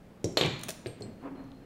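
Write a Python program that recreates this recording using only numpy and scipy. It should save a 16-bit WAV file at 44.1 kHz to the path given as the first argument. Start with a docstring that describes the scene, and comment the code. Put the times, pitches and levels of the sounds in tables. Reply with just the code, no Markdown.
"""A toy revolver is handled over a table in a small, live room. First the catch is thumbed, with a thud and
a snap. The cylinder swings out and strikes its stop: the impact clacks, rattles and sets its metal modes
ringing. A hand scuffs the frame by stick-slip friction, then two soft knocks excite the frame's low modes,
each ending in a light clink. Last, a cartridge is rubbed into a chamber with a hollow, throbbing note.
Room rumble and the low rustle of the hands lie underneath."""
import sys
import numpy as np
from scipy import signal
from scipy.fft import rfft, irfft, next_fast_len
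from scipy.io import wavfile
from scipy.ndimage import map_coordinates

SR = 44100
rng = np.random.default_rng(int(sys.argv[2]) if len(sys.argv) > 2 else 0)


def int16_out(signal):
    """Quantize to a 16-bit WAV file."""
    q = np.round(np.clip(np.atleast_2d(signal).T, -1, 1) * 32767)
    wavfile.write(sys.argv[1], SR, q.astype(np.int16))


N = 72765
T = np.arange(N) / SR

# blows on the stop (t/s, clack level/dB, treble level/dB, echo level/dB, echo f/Hz, jolt level/dB)
STOP_BLOWS = [(0.3719, -11, -41, -5.5, 3830, -37), (0.4113, -14, -52, -10, 3380, -25),
              (0.4339, -28, -57, -15, 3100, -28.5), (0.4490, -31.5, -57.5, -24, 2340, -24),
              (0.4593, -34, -50, -23, 2400, -39.5)]
# spectra of the clack and of the frame's dull jolt (f/Hz, level/dB)
CLACK_SPECTRUM = [(50, -33), (120, -5.5), (220, -13), (420, 7.5), (750, -4), (1100, -5), (1450, -10.5),
                  (2200, -3.5), (3100, -6), (4200, -2.5), (4800, -13.5), (7500, -21.5), (10000, -30.5),
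                  (15000, -56)]
JOLT_SPECTRUM = [(40, -22), (80, -7.5), (130, 5), (220, -7), (370, -0.5), (600, -11), (1200, -25.5),
                 (4000, -51)]

def swing_out():
    """Impact and rebound: each blow on the stop excites a wide band; a short, pitched echo follows."""
    out = np.zeros(N)
    for start, clack_db, treble_db, echo_db, echo_hz, jolt_db in STOP_BLOWS:
        clack = coloured(crack(t60=0.0052), CLACK_SPECTRUM)
        jolt = coloured(crack(t60=0.032), JOLT_SPECTRUM)
        treble = fade(t60=0.0061) * noise(hump(9000, octaves=0.62))
        echo = coloured(crack(t60=0.0026), hump(echo_hz, octaves=0.14))
        out -= in_room(amp(clack_db) * clack, start, room_db=1)
        out += in_room(amp(jolt_db) * jolt, start, room_db=2.5)
        out += in_room(amp(treble_db) * treble, start, room_db=-1)
        out += in_room(amp(echo_db) * echo, start + 0.0024, room_db=-9)
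    return out


# modes of the metal cylinder (f/Hz, beat rate/Hz, T60/s)
CYLINDER_MODES = [(2358, 30, .4), (2955, 14, .26), (3130, 19, .28), (3511, 52, .36), (3665, 50, .36),
                  (4237, 5, .65), (4244, 23, .11), (6862, 7, .55), (7651, 2, .44), (8500, 3, .25),
                  (11608, 3, .26)]
# the clack, its rebound and two clinks (t/s, then level/dB of each mode)
CYLINDER_STRIKES = [(0.3724, -47, -42, -41, -42, -41, -40, -32, -45, -44, -57, -48),
                    (0.4505, -42, -46, -45, -46, -45, -52, -60, -70, -70, -75, -80),
                    (0.869, -64, -68, -68, -70, -72, -75, -68, -75, -71, -55, -70),
                    (1.021, -70, -80, -80, -76, -76, -68, -49, -85, -63, -60, -86)]

def cylinder_ring():
    """Free vibration: each point struck favours other modes, and each mode beats with a weaker twin."""
    out = np.zeros(N)
    for start, *levels in CYLINDER_STRIKES:
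        ring = np.zeros(N)
        for (hz, beat_hz, t60), db in zip(CYLINDER_MODES, levels):
            pair = np.sin(2 * np.pi * hz * T) + amp(-3.5) * np.sin(2 * np.pi * (hz + beat_hz) * T)
            flutter_db = 1.5 * wobble(rate=35)
            ring += amp(db + flutter_db) * fade(t60) * pair
        out += in_room(ring, start, room_db=-9)
    return out


# light contacts of metal (t/s, level/dB, centre f/Hz)
METAL_TICKS = [(0.259, -41, 4750), (0.328, -57, 10000), (0.4617, -37.5, 6940), (0.869, -37.5, 4200),
               (1.007, -53.5, 8100), (1.022, -41.5, 4360), (1.44, -63, 5700), (1.518, -50, 3620)]

def ticks():
    """Impulse excitation: each light contact of metal sounds one heavily damped resonance."""
    out = np.zeros(N)
    for start, db, hz in METAL_TICKS:
        tick = coloured(crack(t60=0.0096), hump(hz, octaves=0.22))
        out += in_room(amp(db) * tick, start, room_db=-8.5)
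    return out


# the thumb on the catch, then two soft knocks
# (t/s, thud level/dB, pitch factor, thump level/dB, snap level/dB, snap f/Hz, snap half-width/octaves)
FRAME_KNOCKS = [(0.2431, -20.5, 0.89, -30.5, -29.5, 5820, 0.29),
                (0.8600, -28.5, 1.026, -38.5, -34, 2250, 0.34), (1.009, -32.5, 1.053, -41, -56, 5370, 0.52)]
# modes of frame and grip (f/Hz at pitch factor 1, relative level/dB, T60/s)
FRAME_MODES = [(203, -11, 0.076), (315.3, -3.5, 0.022), (393, 4, 0.035), (478, -4, 0.026),
               (584, -16.5, 0.039)]
# spectrum of the snap's broadband part (f/Hz, level/dB)
SNAP_SPECTRUM = [(500, -20), (1200, 20), (4200, 25.5), (7000, -35), (14000, -30)]

def knocks():
    """Damped modes: the struck frame thuds with a short snap; a low thump swells slightly later."""
    thud_attack_s, thump_attack_s, thump_hz, snap_t60 = 0.0012, 0.012, 108.6, 0.025
    thump = fade(t60=0.079) * (1 - np.exp(-T / thump_attack_s)) * np.sin(2 * np.pi * thump_hz * T)
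    out = np.zeros(N)
    for start, thud_db, pitch, thump_db, snap_db, snap_hz, octaves in FRAME_KNOCKS:
        thud = sum(amp(db) * fade(t60) * np.sin(2 * np.pi * hz * pitch * T)
                   for hz, db, t60 in FRAME_MODES)
        thud *= 1 - np.exp(-T / thud_attack_s)
        snap = fade(snap_t60) * noise(hump(snap_hz, octaves))
        snap += amp(-10.5) * coloured(crack(snap_t60), SNAP_SPECTRUM)
        out -= in_room(amp(thud_db) * thud, start, room_db=1.5)
        out += in_room(amp(thump_db) * thump / thump.max(), start, room_db=-4)
        out += in_room(amp(snap_db) * snap, start, room_db=-5)
    return out


# slips of the hand and the cylinder's arm on the frame (t/s, surface level/dB, length/s, body level/dB)
SLIPS = [(0.593, -43, 0.0012, -58), (0.611, -50, 0.0027, -44.5), (0.6315, -49, 0.0023, -64),
         (0.634, -34.5, 0.0031, -62), (0.64, -58, 0.0017, -49), (0.6845, -35.5, 0.002, -35.5),
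         (0.6893, -34.5, 0.0027, -33.5), (0.6934, -38, 0.003, -37), (0.700, -41, 0.0029, -43),
         (0.7048, -31, 0.0018, -68), (0.7124, -46, 0.0024, -57)]
# spectra of the bright surface and of the hollow body (f/Hz, level/dB)
SURFACE_SPECTRUM = [(80, -17), (300, -9), (1500, -4.5), (4500, -2), (7000, 1.5), (8000, -5.5), (8900, 3.5),
                    (9800, -3.5), (12000, -11), (15000, -8.5)]
BODY_SPECTRUM = [(60, -49), (150, -3), (280, -0.5), (480, -6), (640, 9), (850, -13.5), (1700, -14),
                 (4500, -14), (9000, -29)]

def scuffs():
    """Stick-slip friction: each slip is a swelling cluster of tiny catches, filtered by surface and body."""
    out = np.zeros(N)
    for start, surface_db, length, body_db in SLIPS:
        catches = rng.standard_normal(N) * amp(2.3 * wobble(rate=1500)) * swell(T, peak_s=length / 2)
        surface = amp(surface_db) * coloured(catches, SURFACE_SPECTRUM)
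        body = amp(body_db) * coloured(catches, BODY_SPECTRUM)
        out += in_room(surface + body, start, room_db=-8.5)
    return out


# envelope of the cartridge's friction (t/s, level/dB)
RUB_ENVELOPE = [(1.2, -74), (1.23, -44.5), (1.26, -45), (1.35, -53), (1.395, -51.5), (1.44, -55),
                (1.53, -60), (1.65, -86)]
# spectrum of that friction (f/Hz, level/dB)
RUB_SPECTRUM = [(120, -33), (300, 2.5), (500, -1), (1000, -5.5), (1900, -16.5), (3000, -27.5), (6000, -49),
                (12000, -74)]

def cartridge():
    """Friction-driven resonance: a scrape at the rim, a low sagging note, a faint ring of the cylinder."""
    touch_s, slide_s, in_phase_s, ring_s = 1.2, 1.23, 1.26, 1.34
    note_hz, sag_hz_per_s, beat_hz = 269.5, 25, 14.15
    elapsed = np.maximum(T - touch_s, 0)
    onset = np.minimum(elapsed / 0.057, 1)
    rub_db = curve(RUB_ENVELOPE)
    rub = amp(rub_db + 1.36 * wobble(rate=69.7)) * noise(RUB_SPECTRUM)
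    scrape = amp(-60.5) * swell(elapsed, peak_s=0.028) ** 2 * noise(hump(1320, octaves=0.51))
    # the hollow note follows the friction's level and beats against a close neighbour
    hz = note_hz - sag_hz_per_s * (T - slide_s) + 6 * wobble(rate=45.15)
    note_db = -41 + 0.48 * (rub_db - rub_db.max()) + 1.2 * wobble(rate=35.67)
    phase = 2 * np.pi * np.cumsum(hz) / SR
    beat_phase = 2 * np.pi * beat_hz * (T - in_phase_s)
    note = amp(note_db) * (np.sin(phase) + amp(-4.5) * np.sin(phase + beat_phase))
    ring_envelope = np.clip((T - ring_s) / 0.034, 0, 1) * fade(t60=2.4, t=T - ring_s)
    ring = amp(-70) * ring_envelope * noise(hump(4235, octaves=0.012))
    return (rub + note) * onset + scrape + ring


# envelope of the hands' rustle (t/s, level/dB)
RUSTLE_ENVELOPE = [(0, -83), (0.5, -48), (0.75, -56), (0.95, -55.5), (1.1, -45.5), (1.25, -56), (1.65, -54)]
# spectra of the rustle and of the room's rumble (f/Hz, level/dB)
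RUSTLE_SPECTRUM = [(40, -12.5), (110, 0.5), (250, 6), (500, -10), (1000, -21), (3000, -28), (10000, -126)]
RUMBLE_SPECTRUM = [(25, 2), (45, -2.5), (65, -6), (110, -4), (190, 1), (300, -7), (500, -10), (1000, -20),
                   (2500, -29), (6000, -39), (15000, -44.5)]

def background():
    """Low-frequency noise: stationary for the room's rumble, amplitude-modulated for the hands' rustle."""
    rustle_db = curve(RUSTLE_ENVELOPE) + 2 * wobble(rate=25)
    rumble = amp(-51.5) * noise(RUMBLE_SPECTRUM)
    return rumble + amp(rustle_db) * noise(RUSTLE_SPECTRUM)


# reverberation time of the room (f/Hz, T60/s)
ROOM_DECAY = [(120, 0.65), (400, 0.3), (1000, 0.74), (3000, 0.68), (7000, .55), (14000, 0.32)]

def in_room(x, start, room_db):
    """Reverberation: x sounds at start, followed by early reflections and a diffuse, decaying tail."""
    build_up_s = 0.0027
    hz, t, spectra = signal.stft(rng.standard_normal(N), SR, nperseg=256)
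    late = fade(along(ROOM_DECAY, hz)[:, None], t)
    early = amp(-2.5) * fade(0.072, t)
    response = signal.istft(spectra * (late + early), SR, nperseg=256)[1][:N]
    response *= 1 - np.exp(-(T / build_up_s) ** 2)
    reflected = signal.fftconvolve(x, response / np.linalg.norm(response))[:N]
    return np.pad(x + amp(room_db) * reflected, (round(start * SR), 0))[:N]


def crack(t60, contact=0.9):
    """Impact excitation: one clean impulse, then brief chatter; contact squared is the impulse's share."""
    force = rng.standard_normal(N) * fade(t60)
    force *= np.sqrt(1 - contact ** 2) / np.linalg.norm(force)
    force[0] = contact
    return force * np.sqrt(t60 * SR / np.log(1e6))  # the energy of unit noise decaying over t60


def coloured(x, points):
    """Minimum-phase filtering: x through a causal filter of unit energy and shape (f/Hz, level/dB)."""
    size = 2 * next_fast_len(N)
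    gain = amp(along(points, np.fft.rfftfreq(size, 1 / SR)))
    cepstrum = irfft(np.log(gain), size)
    cepstrum[1:size // 2] *= 2
    cepstrum[size // 2 + 1:] = 0
    response = irfft(np.exp(rfft(cepstrum)), size)[:N]
    return signal.fftconvolve(x, response / np.linalg.norm(response))[:N]


def noise(points):
    """Spectral shaping: noise of rms 1 with the spectrum (f/Hz, level/dB)."""
    x = coloured(rng.standard_normal(N), points)
    return x / np.sqrt(np.mean(x ** 2) + 1e-20)


def hump(hz, octaves):
    """Resonance curve (f/Hz, level/dB), at half power the given octaves either side of hz."""
    f = np.geomspace(30, 20000, 80)
    db = -10 * np.log10(1 + (np.log2(f / hz) / octaves) ** 4)
    return np.transpose([f, db])


def amp(db):
    """Level in decibels to amplitude ratio."""
    return 10 ** (np.asarray(db) / 20)


def fade(t60, t=T):
    """Exponential decay, 60 dB in t60 seconds."""
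    return np.exp(-np.log(1000) * t / t60)


def swell(t, peak_s):
    """Critically damped pulse: it rises to 1 at peak_s and dies away."""
    return t / peak_s * np.exp(1 - t / peak_s)


def along(points, hz):
    """Interpolation of (f/Hz, value) points on a logarithmic frequency axis."""
    f, values = np.transpose(points)
    return np.interp(np.log(hz + 1), np.log(f + 1), values)


def curve(points):
    """Linear interpolation of (t/s, value) points at every sample."""
    return np.interp(T, *np.transpose(points))


def wobble(rate):
    """Random modulation: a smooth curve with rate knots a second."""
    return map_coordinates(rng.standard_normal(int(N * rate / SR) + 4), [T * rate])


def scene():
    """Superposition: all sources add at one microphone."""
    return (knocks() + swing_out() + ticks() + cylinder_ring() + scuffs() + cartridge() + background())[None]


def record(dry):
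    """Band limiting: the microphone thins the deep bass; the recorder keeps nothing above its top limit."""
    low_cut_hz, top_hz = 37, 15750
    thinned = signal.sosfilt(signal.butter(1, low_cut_hz, 'highpass', fs=SR, output='sos'), dry)
    size = next_fast_len(2 * N)
    passband = np.fft.rfftfreq(size, 1 / SR) < top_hz
    return irfft(rfft(thinned, size) * passband, size)[..., :N]


dry = scene()
out = record(dry)
int16_out(out)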